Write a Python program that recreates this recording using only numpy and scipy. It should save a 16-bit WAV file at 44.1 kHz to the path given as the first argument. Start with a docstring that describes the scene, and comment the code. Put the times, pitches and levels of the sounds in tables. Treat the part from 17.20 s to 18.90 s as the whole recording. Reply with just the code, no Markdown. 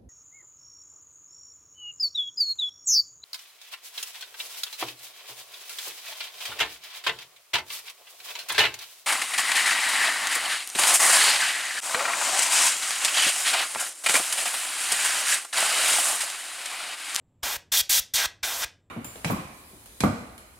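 """A small room: a can of compressed air is fired five times through a thin straw at a laptop's hinge and keys.
The free jet is high hissing noise; its blast on edges and gaps rushes lower, with a roar, faint whistles
and hollow rings made by narrow resonances on noise. Each opening and closing of the valve kicks a low puff.
A short diffuse room tail follows the spray; a noisy low hum and a thin hiss lie underneath. The sound is mono.
"""
import sys
import numpy as np
from scipy import signal
from scipy.fft import rfft, irfft
from scipy.io import wavfile

SR = 44100
rng = np.random.default_rng(int(sys.argv[2]) if len(sys.argv) > 2 else 0)


def wav_record(signal):
    """Record a signal, one row per channel, as 16-bit PCM in the file named by sys.argv[1]."""
    frames = np.transpose(np.atleast_2d(signal))
    bounded = np.clip(frames, -1, 1)
    # unit amplitude maps onto the largest positive 16-bit level
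    quanta = np.round(bounded * 32767).astype(np.int16)
    wavfile.write(sys.argv[1], SR, quanta)


N = 74970  # length in samples


def from_db(db):
    """Turn dB into gain."""
    return 10 ** (np.asarray(db) / 20)


def rms_one(x):
    """Scale to rms 1."""
    return x / np.sqrt(np.mean(x ** 2) + 1e-20)


def at_hz(points, hz):
    """Read a table on a log-frequency axis, held flat beyond its ends."""
    f, values = np.transpose(points)
    return np.interp(np.log(hz + 1e-9), np.log(f), values)


def coloured(spectrum):
    """Steady noise: white noise shaped to a spectrum, rms 1."""
    gain = from_db(at_hz(spectrum, np.fft.rfftfreq(N, 1 / SR)))
    return rms_one(irfft(rfft(rng.standard_normal(N)) * gain, N))


def resonate(x, hz, width_hz):
    """One two-pole resonance, gain about 1 at its peak; a narrower one rings longer."""
    r = np.exp(-np.pi * width_hz / SR)
    zeros = [(1 - r * r) / 2, 0, (r * r - 1) / 2]
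    poles = [1, -2 * r * np.cos(2 * np.pi * hz / SR), r * r]
    return signal.lfilter(zeros, poles, x + 1e-18)


def narrow(peaks):
    """Noise twice through each resonance gives faint wavering tones; their mix has rms 1."""
    mix = np.zeros(N)
    for hz, width_hz, db in peaks:
        once = resonate(rng.standard_normal(N), hz, width_hz)
        twice = resonate(once, hz, width_hz)
        mix += from_db(db) * rms_one(twice)
    return rms_one(mix)


# Noise colour of the low hum: (f/Hz, relative level/dB per Hz)
HUM_COLOUR = [(15, -20), (30, -14), (55, -19.5), (90, -1.5), (135, -12.5), (190, -15.5), (300, -21),
              (600, -29.5), (1200, -36), (1450, -42.5), (3500, -46), (5000, -56.5), (16000, -59.5)]
HUM_DB = -64.5
THIN_HISS_HZ, THIN_HISS_WIDTH_HZ, THIN_HISS_DB = 7550, 700, -88.5  # width of each resonant pass


def background():
    """Low hum of the room as coloured noise, plus a thin steady hiss of narrow noise."""
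    hum = from_db(HUM_DB) * coloured(HUM_COLOUR)
    hiss = narrow([(THIN_HISS_HZ, THIN_HISS_WIDTH_HZ, 0)])
    return hum + from_db(THIN_HISS_DB) * hiss


# Valve moves, one row a burst:
# (opening t/s, closing t/s, opening puff level/dB, closing puff level/dB, seep level/dB re full flow)
VALVE_MOVES = [(.231, 0.368, -40.5, -47, -13.5), (0.52, 0.614, -45, -45.5, -38),
               (.695, .800, -48.5, -43.5, -30), (.938, 1.062, -43, -42, -45),
               (1.231, 1.448, -43, -42, -31.5)]
OPEN_S, CLOSE_S = 0.0062, 0.01  # ramp lengths, centred on the valve times
SEEP_S = 0.0079  # gas seeps out before the valve gives way


def flow():
    """Flow through the valve, 0-1: rounded ramps, with gas seeping ahead of each burst."""
    t = np.arange(N) / SR
    opening = np.zeros(N)
    for open_s, close_s, _, _, seep_db in VALVE_MOVES:
        nearest_edge = np.minimum((t - open_s) / OPEN_S, (close_s - t) / CLOSE_S)
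        ramp = np.sin(np.pi / 2 * np.clip(nearest_edge + 0.5, 0, 1)) ** 2
        rise = np.clip(1 + (t - open_s) / SEEP_S, 0, 1) ** 2
        seep = from_db(seep_db) * rise * (t < close_s)
        opening = np.maximum(opening, np.maximum(ramp, seep))
    return opening


def drift(rate_hz):
    """Slow random movement, rms 1: noise through two one-pole lowpasses, past their warm-up."""
    r = np.exp(-2 * np.pi * rate_hz / SR)
    slow = signal.lfilter([1], [1, -2 * r, r * r], rng.standard_normal(N + SR))
    return rms_one(slow[SR:])


FLICKER_DB, FLICKER_HZ = 0, 40  # depth 0 dB: the turbulence holds steady


def turbulence(spectrum):
    """Rushing air as coloured noise, its level moved by a drift of the set depth."""
    rush = coloured(spectrum)
    return rms_one(rush * from_db(FLICKER_DB * drift(FLICKER_HZ)))


# Spray mix at full flow, one list a burst: (t/s, free jet level/dB, blast on edges level/dB,
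# roar in the gaps level/dB, whistle level/dB, hollow ring level/dB)
SPRAY_LEVELS = [
    [(0.238, -34.5, -31.5, -33, -35, -43), (0.262, -34, -31.5, -33, -42, -38),
     (0.326, -33, -36, -39, -37.5, -38), (0.36, -34.5, -36, -38.5, -49, -41)],
    [(0.526, -24, -25.5, -41, -27, -37), (0.538, -28, -22, -37, -31.5, -31.5),
     (0.582, -21, -25.5, -42.5, -23.5, -39.5), (0.608, -23.5, -23.5, -40.5, -29.5, -35)],
    [(0.702, -21.5, -23.5, -41.5, -36, -35), (0.746, -23, -21, -40.5, -37.5, -40.5),
     (0.784, -23, -23.5, -43.5, -33, -33.5), (0.795, -22.5, -25.5, -43, -35.5, -59)],
    [(0.945, -24.5, -27, -42.5, -33.5, -37), (0.965, -27, -21.5, -39.5, -31.5, -35.5),
     (0.977, -35.5, -26, -45, -29.5, -32.5), (0.985, -32, -24, -34, -32.5, -30.5),
     (1.031, -33, -30, -35, -29, -30.5), (1.057, -33, -27, -30, -31, -35)],
    [(1.238, -34, -30.5, -37, -31, -30), (1.248, -34.5, -29.5, -33, -29.5, -31),
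     (1.26, -35.5, -29.5, -41, -47, -39), (1.27, -32.5, -36.5, -37.5, -38, -36),
     (1.328, -34, -36.5, -36.5, -38, -45), (1.342, -35, -33.5, -37.5, -47, -59),
     (1.396, -33, -37.5, -38.5, -53, -46), (1.441, -35.5, -28.5, -35, -31, -31)],
]
# Noise colours of free jet, blast on edges and roar in the gaps: (f/Hz, relative level/dB per Hz)
JET_COLOUR = [(1500, -28), (4000, -10), (7000, -1.5), (9000, -2.5), (10500, -2), (12300, 1.5),
              (14000, -1.5), (16000, -6)]
BLAST_COLOUR = [(900, -28), (1800, -11.5), (2700, -8.5), (3400, -1), (4100, -2), (4650, -2), (5200, -2.5),
                (5900, -1), (7000, -4), (8500, -6), (12000, -15.5)]
ROAR_COLOUR = [(60, -33), (200, -17.5), (420, -11), (650, -1.5), (1100, 0), (1600, -2.5), (2200, -7.5),
               (3000, -5), (6000, -29.5)]
# Whistles in the blast: (f/Hz, width of each pass/Hz, relative level/dB)
WHISTLE_PEAKS = [(3613, 100, 3.5), (3297, 110, 0.5), (4113, 130, -3.5), (5100, 38, -5), (5262, 69, -1),
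                 (5800, 220, -4.5), (3330, 860, -2.5)]
# Hollows under the keys: (f/Hz, width of each pass/Hz, relative level/dB)
HOLLOW_PEAKS = [(1586, 250, -2.5), (1941, 150, -3.5), (2450, 130, -6), (2150, 1300, 0)]


def spray(opening):
    """Turbulence, whistles and hollow rings, each riding its own level and let through by the valve."""
    t = np.arange(N) / SR
    level_t, *levels_db = np.transpose(np.concatenate(SPRAY_LEVELS))
    layers = [
        turbulence(JET_COLOUR),
        turbulence(BLAST_COLOUR),
        turbulence(ROAR_COLOUR),
        narrow(WHISTLE_PEAKS),
        narrow(HOLLOW_PEAKS),
    ]
    air = np.zeros(N)
    for db, layer in zip(levels_db, layers):
        air += from_db(np.interp(t, level_t, db)) * layer
    return opening * air


# Time for the room tail to fall by 60 dB: (f/Hz, t/s)
ROOM_DECAY = [(300, 0.74), (800, 0.24), (2100, 0.27), (5500, 0.24), (15000, 0.14)]
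# Starting colour of the room tail: (f/Hz, relative level/dB)
ROOM_TINT = [(300, -1), (2000, 2.5), (6000, 1), (15000, -3.5)]
ROOM_DB, ROOM_GAP_S = -15.5, 0.001  # tail energy re the spray; silence ahead of the tail


def room(x):
    """Diffuse reflections: the spray convolved with noise that dies band by band."""
    t = np.arange(SR // 2) / SR
    tail = np.zeros(len(t))
    edges = np.geomspace(150, 18000, num=15)
    for low, high in zip(edges, edges[1:]):
        hz = np.sqrt(low * high)
        band_filter = signal.butter(2, [low, high], "band", fs=SR, output="sos")
        band = signal.sosfilt(band_filter, rng.standard_normal(len(t)))
        decay_db = -60 * t / at_hz(ROOM_DECAY, hz)
        tail += band * from_db(at_hz(ROOM_TINT, hz) + decay_db)
    tail *= t > ROOM_GAP_S
    tail /= np.sqrt(np.sum(tail ** 2))
    return from_db(ROOM_DB) * signal.fftconvolve(x, tail)[:N]


PUFF_HZ, PUFF_WIDTH_HZ, PUFF_SOFT_HZ = 49.6, 39, 120  # resonance, its width, lowpass
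BUFFET_DB, BUFFET_HZ = -64, 60  # low wind at full flow, and its lowpass


def puffs(opening):
    """A push of air when the flow starts, a pull when it stops, and low wind between."""
    kicks = np.zeros(N)
    for open_s, close_s, open_db, close_db, _ in VALVE_MOVES:
        kicks[int(open_s * SR)] = from_db(open_db)
        kicks[int(close_s * SR)] = -from_db(close_db)
    click = np.eye(1, SR // 4)[0]
    thump = resonate(click, PUFF_HZ, PUFF_WIDTH_HZ)
    shape = signal.lfilter(*signal.butter(2, PUFF_SOFT_HZ, fs=SR), thump)
    pushes = signal.fftconvolve(kicks, shape / shape.max())[:N]

    wind_filter = signal.butter(2, BUFFET_HZ, fs=SR, output="sos")
    wind = signal.sosfilt(wind_filter, rng.standard_normal(N))
    return pushes + from_db(BUFFET_DB) * opening * rms_one(wind)


def scene():
    """Spray, its room, the puffs and the background, alike in both channels."""
    opening = flow()
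    air = spray(opening)
    mono = air + room(air) + puffs(opening) + background()
    return np.tile(mono, (2, 1))


CUTOFF_HZ = 15750


def record(dry):
    """Cut the top with a steep elliptic lowpass."""
    lowpass = signal.ellip(12, 0.3, 60, CUTOFF_HZ, fs=SR, output="sos")
    return signal.sosfilt(lowpass, dry)


dry = scene()
out = record(dry)
wav_record(out)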